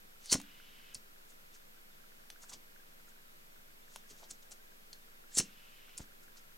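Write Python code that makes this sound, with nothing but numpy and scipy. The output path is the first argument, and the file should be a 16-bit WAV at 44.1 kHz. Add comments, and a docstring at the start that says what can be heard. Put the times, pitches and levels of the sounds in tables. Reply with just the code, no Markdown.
"""A flint lighter is lit twice over a wooden desk in a small room, close to a small microphone.
Room tone and faint electronic hiss, whine, ticks and chirps run throughout. At 0.3 s the wheel rasps
over the flint, the lever thuds down and the gas catches with a puff, then hisses until the lever snaps
back at 0.95 s. Fingers and nails pinch a fabric petal and bump softly on the desk. The lighter burns
again from 5.4 to 6 s; a few light rubs follow."""
import sys
import numpy as np
from scipy import signal
from scipy.fft import rfft, irfft
from scipy.io import wavfile
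from scipy.ndimage import map_coordinates

SR = 44100
rng = np.random.default_rng(int(sys.argv[2]) if len(sys.argv) > 2 else 0)


def materialize(psi):
    """Save the field psi as 16-bit PCM at rate SR to the path in sys.argv[1].

    A 1-D psi becomes a single channel; in a 2-D psi each row is a channel.
    """
    bounded = np.clip(np.atleast_2d(psi).T, -1, 1)
    quanta = np.round(bounded * 32767).astype(np.int16)
    wavfile.write(sys.argv[1], SR, quanta)


N = 289760

# wheel turns: creep t/s, bite t/s, spin t/s, spin level/dB, bite f/Hz, spin f/Hz, spin width/Hz
WHEEL_TURNS = [(0.262, 0.2995, 0.3285, -21, 4540, 6770, 6000),
               (5.355, 5.352, 5.387, -21.5, 7540, 7470, 5000)]
# lever down: t/s, thud level/dB, flame level/dB, flame front f/Hz, hiss level/dB
LEVER_DOWN = [(0.3251, -22.5, -25.5, 760, -64), (5.3730, -29, -28.5, 1750, -65.5)]
# lever up: t/s, bounce f/Hz, flame-out t/s, flame-out level/dB
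LEVER_UP = [(0.9464, 5150, 0.959, -42), (5.978, 6760, 6.0036, -28.5)]
STEEL_GRAIN = dict(grains_per_s=5000, spread_db=3, smooth=.36, skirt_db=-7)


def from_db(db):
    """Decibels to gain."""
    return 10 ** (np.asarray(db) / 20)


def rms_one(x):
    """Scale to unit rms."""
    return x / np.sqrt(np.mean(x ** 2) + 1e-20)


def coloured(x, spectrum, size=4096):
    """Minimum-phase filter through rows of f/Hz, level/dB."""
    hz, db = np.transpose(spectrum)
    grid_hz = np.maximum(np.fft.rfftfreq(size, 1 / SR), 1)
    cepstrum = irfft(np.log(from_db(np.interp(np.log(grid_hz), np.log(hz), db))))
    cepstrum[1:size // 2] *= 2
    cepstrum[size // 2 + 1:] = 0
    return signal.oaconvolve(x, irfft(np.exp(rfft(cepstrum))))[:len(x)]


def resonance(x, hz, width_hz):
    """Two-pole band-pass, unit peak gain."""
    w = 2 * np.pi * hz / SR
    k = np.tan(np.pi * min(width_hz / SR, np.exp(-1)))
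    return signal.lfilter([k, 0, -k], [1 + k, -2 * np.cos(w), 1 - k], x + 1e-18)


def skirted_band(x, hz, width_hz, skirt_db):
    """Steep resonance on broader skirts."""
    skirt = resonance(x, hz, width_hz)
    return resonance(skirt, hz, width_hz) + from_db(skirt_db) * skirt


def placed(t_s, sound):
    """Full-length track with the sound starting at t_s."""
    track, start = np.zeros(N), round(t_s * SR)
    first, last = max(start, 0), min(start + len(sound), N)
    track[first:last] = sound[first - start:last - start]
    return track


def burst(t_s, db, hz, width_hz, rise_s, fall_s, grains_per_s, spread_db, smooth, skirt_db, size=16384):
    """Swell of tiny random impacts on smooth noise, peaking at t_s."""
    t = (np.arange(size) - size // 2) / SR
    strengths = from_db(spread_db * np.minimum(rng.exponential(1, size), np.pi))
    signs = rng.choice([-1, 1], size)
    hits = rng.random(size) < grains_per_s / SR
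    grains = rms_one(strengths * signs * hits) + smooth * rng.standard_normal(size)
    swell = np.exp(-np.abs(t) / np.where(t < 0, rise_s, fall_s))
    sound = skirted_band(grains * swell, hz, width_hz, skirt_db)
    return placed(t_s + t[0], from_db(db) * rms_one(sound) * np.sqrt(np.mean(swell ** 2)))


def click(t_s, db, hz, width_hz, decay_s, crest_db=5.5, size=2048):
    """Hard contact: a fast-decaying crack of noise."""
    fade = np.exp(-np.arange(size) / SR / decay_s)
    crack = skirted_band(rng.standard_normal(size) * fade, hz, width_hz, skirt_db=-5)
    return placed(t_s, from_db(db - crest_db) * rms_one(crack) * np.sqrt(np.mean(fade ** 2)))


def thud(t_s, db, hz, t60_s, size=4096):
    """Heavily damped low pressure pulse."""
    t = np.arange(size) / SR
    return placed(t_s, from_db(db) * np.sin(2 * np.pi * hz * t) * np.exp(-np.log(1000) * t / t60_s))


def background(mid_db, side_db, ripple_hz, ripple_db):
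    """Room tone and microphone hiss with steady whine and subsonic ripple."""
    # noise spectra, common and opposed in the two channels: f/Hz, level/dB
    mid_spectrum = [(20, -13), (40, -13), (65, -17), (130, -16.5), (200, -12.5), (300, -17), (450, -14.5),
                    (800, -22.5), (2000, -21), (5000, -24), (15500, -25.5)]
    side_spectrum = [(18, -80), (30, -60), (48, -41), (114, -13.5), (213, -9), (359, -5), (1330, -4),
                     (1550, -5), (1720, -4.5), (15500, -26)]
    # electronic tones: f/Hz, level/dB
    whine = [(38.4, -78.5), (154, -82.5), (218, -82.5), (12281.5, -75), (13285.5, -82.5), (14287, -84)]
    t = np.arange(N) / SR
    mid = from_db(mid_db) * rms_one(coloured(rng.standard_normal(N), mid_spectrum))
    side = from_db(side_db) * rms_one(coloured(rng.standard_normal(N), side_spectrum))
    tones = sum(np.sqrt(2) * from_db(db) * np.sin(2 * np.pi * hz * t)
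                for hz, db in whine + [(ripple_hz, ripple_db)])
    return mid + tones + np.array([side, -side])


def ticking(db, period_s, hz, width_hz, spread_db=18, offbeat_db=-8, start_s=.001):
    """Uneven puffs of electronic noise on a steady beat, alternate ones weaker."""
    beats = (np.arange(start_s, N / SR - period_s, period_s) * SR).astype(int)
    offbeat = np.arange(len(beats)) % 2 == 0
    pulses = np.zeros(N)
    pulses[beats] = from_db(spread_db * rng.random(len(beats)) + offbeat_db * offbeat)
    puffs = signal.oaconvolve(pulses, np.hanning(400), "same") * rng.standard_normal(N)
    return from_db(db) * rms_one(resonance(resonance(puffs, hz, width_hz), hz, width_hz))


def chirping(pitch_spread, spread_db, tries=128):
    """Faint electronic blips, random in time, pitch and strength."""
    # blip trains: f/Hz, level/dB, rate/(1/s), length/s
    trains = [(1400, -83, 11, .016), (1610, -82.5, 11, .015), (3560, -85, 14, .04)]
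    out = np.zeros(N)
    for hz, db, per_s, length_s in trains:
        blips, t = np.zeros(N), np.arange(0, length_s, 1 / SR)
        for when, detune, strength, chance in rng.random((tries, 4)):
            if chance * tries < per_s * N / SR:
                tone = np.sin(2 * np.pi * hz * (1 + pitch_spread * (detune - .5)) * t)
                blip = from_db(spread_db * strength) * np.hanning(len(t)) * tone
                blips += placed(when * (N / SR - length_s), blip)
        out += from_db(db) * rms_one(blips)
    return out


def stray_clicks():
    """Nails and lighter tick in handling."""
    # contacts: t/s, level/dB, f/Hz, width/Hz, decay/s
    contacts = [(0.2587, -32, 7000, 8000, 0.00062), (0.4, -40, 3880, 12200, 0.0028),
                (0.4153, -32, 8000, 12000, .0006), (2.3019, -35.5, 5250, 11400, 0.002),
                (3.96, -31.5, 4450, 13600, 0.0014), (4.1, -46, 5500, 4000, .002),
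                (4.9300, -36.5, 5230, 4000, 0.0027), (5.41, -38, 5000, 9000, .0006),
                (5.8940, -48, 3200, 3500, .0018), (6.371, -48, 5000, 6000, .0017)]
    return sum(click(*contact) for contact in contacts)


def wheel_rasp():
    """Steel wheel on flint: faint creep, squeaky bite and drag, loud spin, short skid."""
    out = np.zeros(N)
    for creep_s, bite_s, spin_s, spin_db, bite_hz, spin_hz, spin_width_hz in WHEEL_TURNS:
        squeak = dict(hz=bite_hz, width_hz=.15 * bite_hz, **STEEL_GRAIN)
        creep = burst(creep_s, db=-53.5, hz=5500, width_hz=5800, rise_s=.025, fall_s=.025, **STEEL_GRAIN)
        bite = burst(bite_s, db=-37.5, rise_s=.0037, fall_s=.0039, **squeak)
        drag = burst(bite_s + .014, db=-39.5, rise_s=.014, fall_s=.014, **squeak)
        spin = burst(spin_s, spin_db, spin_hz, spin_width_hz, rise_s=.0081, fall_s=.006, **STEEL_GRAIN)
        skid = burst(spin_s + .0135, db=-32.5, hz=6450, width_hz=5700, rise_s=.0022, fall_s=.0064,
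                     **STEEL_GRAIN)
        out += creep + bite + drag + spin + skid
    return out


def hood(x, ring_db):
    """Steel hood and wheel ring briefly when shaken."""
    # steel modes: f/Hz, width/Hz, level/dB
    modes = [(3800, 80, 0), (4205, 105, 5), (4520, 70, 1), (5500, 88, 5), (6100, 86, 3), (6300, 70, -1),
             (7460, 33, -1), (8450, 110, -1), (9290, 120, 10.5), (9810, 140, 11)]
    return x + from_db(ring_db) * sum(from_db(db) * resonance(x, hz, width) for hz, width, db in modes)


def lever_slide():
    """The gas lever scrapes on its way down."""
    return sum(burst(t_s, db=-30.5, hz=5800, width_hz=2800, rise_s=.0033, fall_s=.0033, **STEEL_GRAIN)
               for t_s, *_ in LEVER_DOWN)


def lever_thud():
    """The gas lever bottoms."""
    return sum(thud(t_s, db, hz=370, t60_s=.009) for t_s, db, *_ in LEVER_DOWN)


def gas_jet(start_hz, settled_hz, settle_s, ramp_s, tone_width_hz):
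    """Hiss while the lever is held; the breathy edge tone climbs and settles as the valve opens."""
    # hiss spectrum: f/Hz, level/dB
    spectrum = [(200, -43), (1200, -11.5), (2000, -6), (2600, 0.5), (3000, -2), (3600, -4), (4500, -12),
                (5300, -11.5), (6000, -21), (8000, -28), (15000, -42)]
    # edge tone partials: frequency ratio, level/dB re hiss
    partials = [(.83, -21), (1, -6), (1.67, -24)]
    t = np.arange(N) / SR
    flow, pitch_hz = np.zeros(N), np.full(N, float(start_hz))
    for (open_s, *_, hiss_db), (close_s, *_) in zip(LEVER_DOWN, LEVER_UP):
        flow += from_db(hiss_db) * np.clip(np.minimum(t - open_s, close_s - t) / ramp_s, 0, 1)
        remaining = np.exp(-np.maximum(t - open_s, 0) / settle_s)
        pitch_hz = np.where(t > open_s, settled_hz + (start_hz - settled_hz) * remaining, pitch_hz)
    phase = 2 * np.pi * np.cumsum(pitch_hz) / SR
    hiss = rms_one(coloured(rng.standard_normal(N), spectrum))
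    low_pass = signal.butter(2, tone_width_hz / 2, fs=SR, output="sos")
    for ratio, db in partials:
        in_phase, quadrature = signal.sosfilt(low_pass, rng.standard_normal((2, N)))
        tone = in_phase * np.cos(ratio * phase) + quadrature * np.sin(ratio * phase)
        hiss += from_db(db) * rms_one(tone)
    return flow * rms_one(hiss)


def wheel_snaps():
    """A chip of flint breaks off, then the wheel stops with a snap."""
    out = np.zeros(N)
    for _, _, spin_s, _, _, spin_hz, _ in WHEEL_TURNS:
        out += click(spin_s + .003, db=-21, hz=spin_hz, width_hz=6600, decay_s=.00053)
        out += click(spin_s + .0135, db=-16.5, hz=6450, width_hz=12600, decay_s=.00063)
    return out


def flame(catch_lag_s):
    """The front crackles, the gas catches with a pulse and a puff; the flame dies with a flutter."""
    turbulence = dict(grains_per_s=1500, spread_db=11, smooth=.46, skirt_db=1)
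    puff_noise = dict(hz=368, width_hz=750, **turbulence)
    out = np.zeros(N)
    for press_s, _, db, front_hz, _ in LEVER_DOWN:
        catch_s = press_s + catch_lag_s
        front = burst(catch_s - .008, db - 14, front_hz, width_hz=1000, rise_s=.0048, fall_s=.0082,
                      **turbulence)
        puff = burst(catch_s + .0055, db - 9, rise_s=.0022, fall_s=.0037, **puff_noise)
        out += front + thud(catch_s, db, hz=186, t60_s=.024) + puff
    for _, _, out_s, db in LEVER_UP:
        flutter = burst(out_s, db - 21.5, rise_s=.0046, fall_s=.0046, **puff_noise)
        out += thud(out_s, db, hz=91, t60_s=.012) + flutter
    return out


def lever_release(bounce_s, loss_db):
    """The sprung lever unsticks, snaps shut and bounces twice."""
    out = np.zeros(N)
    for t_s, bounce_hz, *_ in LEVER_UP:
        out += click(t_s - .0058, db=-45, hz=6000, width_hz=2200, decay_s=.0025)
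        out += click(t_s, db=-26.5, hz=8000, width_hz=2400, decay_s=.0011)
        for k in range(2):
            out += click(t_s + (k + 1) * bounce_s, db=-33.5 - k * loss_db, hz=bounce_hz,
                         width_hz=4600, decay_s=.0021)
    return out


def fabric_rubs():
    """Fingers and nails rub the fabric petal."""
    # rubs: peak t/s, level/dB, rise/s, f/Hz
    rubs = [(1.305, -61, .016, 7500), (1.550, -57.5, .014, 6000), (2.433, -52.5, 0.013, 6900),
            (2.499, -47, 0.008, 6800), (2.536, -44.5, 0.0088, 5570), (3.090, -62.5, 0.01, 7000),
            (3.945, -59, 0.037, 6400), (4.110, -53.5, 0.014, 6040), (4.190, -61, 0.034, 6000),
            (4.240, -57.5, 0.013, 4860), (4.310, -41, 0.0067, 6900), (4.429, -60, .007, 6000),
            (4.521, -45, 0.006, 6830), (6.020, -56.5, 0.014, 5640), (6.235, -63, .01, 7000),
            (6.378, -57.5, 0.013, 5440)]
    grain = dict(grains_per_s=4300, spread_db=6, smooth=.94, skirt_db=-4.5)
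    return sum(burst(t_s, db, hz, width_hz=5000, rise_s=rise_s, fall_s=.93 * rise_s, **grain)
               for t_s, db, rise_s, hz in rubs)


def desk_bumps():
    """Fingers and hands bump softly on the desk."""
    # bumps: peak t/s, level/dB, f/Hz
    bumps = [(2.438, -64.5, 910), (2.520, -58.5, 950), (2.545, -61, 110), (4.124, -62.5, 160),
             (4.234, -57, 674), (4.320, -63.5, 120), (4.518, -63.5, 595)]
    grain = dict(grains_per_s=790, spread_db=6, smooth=.41, skirt_db=-7)
    return sum(burst(*bump, width_hz=520, rise_s=.015, fall_s=.015, **grain) for bump in bumps)


def desk(x, echo_db):
    """Desk echo; its comb of peaks slides as the lighter moves."""
    # echo path: t/s, lag/s
    path = [(0.33, 0.0023), (0.65, 0.0018), (0.95, 0.002), (5.40, 0.0022), (5.62, 0.0023), (5.76, 0.0023),
            (5.98, 0.0029)]
    n = np.arange(N)
    lag_samples = np.interp(n / SR, *np.transpose(path)) * SR
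    echo = map_coordinates(x, [n - lag_samples], order=3)
    return (x + from_db(echo_db) * echo) / np.hypot(1, from_db(echo_db))


def bass_roll_off(x, hz):
    """The small microphone loses the deepest bass."""
    return signal.sosfilt(signal.butter(2, hz, "high", fs=SR, output="sos"), x)


def ports(x, lag_samples):
    """An off-centre source reaches one microphone port later."""
    lead = np.exp(1j * np.pi * np.fft.rfftfreq(N) * lag_samples)
    return irfft(rfft(x) * np.array([lead, 1 / lead]), N)


def room(x, tail_db, t60_s, build_s, side_db, size=22050):
    """Short diffuse tail, slightly different at each port, plus low standing waves."""
    # tail spectrum: f/Hz, level/dB
    spectrum = [(100, -5), (300, 5.5), (1000, -10.5), (3000, -0.5), (6500, -1.5), (9000, -7.5),
                (15000, -13)]
    # standing waves: f/Hz, t60/s, level/dB
    modes = [(176, 0.29, -3), (198, 0.32, 4.5), (219, 0.26, 3.5), (255, 0.36, -4), (288, 0.35, 3),
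             (353, 0.32, -12)]
    t = np.arange(size) / SR
    fade = np.exp(-np.log(1000) * t / t60_s) * (1 - np.exp(-t / build_s))
    tails = [rms_one(coloured(rng.standard_normal(size) * fade, spectrum)) for _ in range(2)]
    mid, side = (from_db(tail_db) * signal.oaconvolve(x, tail / np.sqrt(size))[:N] for tail in tails)
    boom = sum(from_db(db) * resonance(x, hz, np.log(1000) / (np.pi * t60)) for hz, t60, db in modes)
    return mid + boom + from_db(side_db) * np.array([side, -side])


def scene():
    """Lighter and hands over the desk, in the room, on the noise floor; stereo."""
    # colour of scrapes, clicks and rubs: f/Hz, level/dB
    contact_spectrum = [(100, -21), (600, 14), (1800, 3.5), (3000, 2.5), (4500, -2), (6500, 0),
                        (10000, -2.5), (11300, -5), (12800, -13), (15500, -1)]
    scrapes = wheel_rasp() + lever_slide()
    fingers = fabric_rubs()
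    clicks = wheel_snaps() + lever_release(bounce_s=.003, loss_db=2.5) + stray_clicks()
    contacts = coloured(hood(scrapes + clicks, ring_db=-4.5) + fingers, contact_spectrum)
    lows = lever_thud() + desk_bumps() + flame(catch_lag_s=.0235)
    jet = gas_jet(start_hz=2660, settled_hz=3014, settle_s=.15, ramp_s=.013, tone_width_hz=130)
    close = desk(contacts, echo_db=-17.5) + desk(jet, echo_db=-17) + bass_roll_off(lows, hz=35)
    ticks = ticking(db=-78, period_s=.04, hz=1520, width_hz=520)
    chirps = chirping(pitch_spread=.059, spread_db=-6)
    reverb = room(close, tail_db=-13, t60_s=.15, build_s=.001, side_db=-16.5)
    floor = background(mid_db=-64.5, side_db=-61.5, ripple_hz=12.785, ripple_db=-59.5)
    return ports(close, lag_samples=.3) + reverb + ticks + chirps + floor


def record(dry):
    """Steep treble cut."""
    cutoff_hz = 15900
    return signal.sosfilt(signal.ellip(12, .1, 70, cutoff_hz, fs=SR, output="sos"), dry)


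dry = scene()
out = record(dry)
materialize(out)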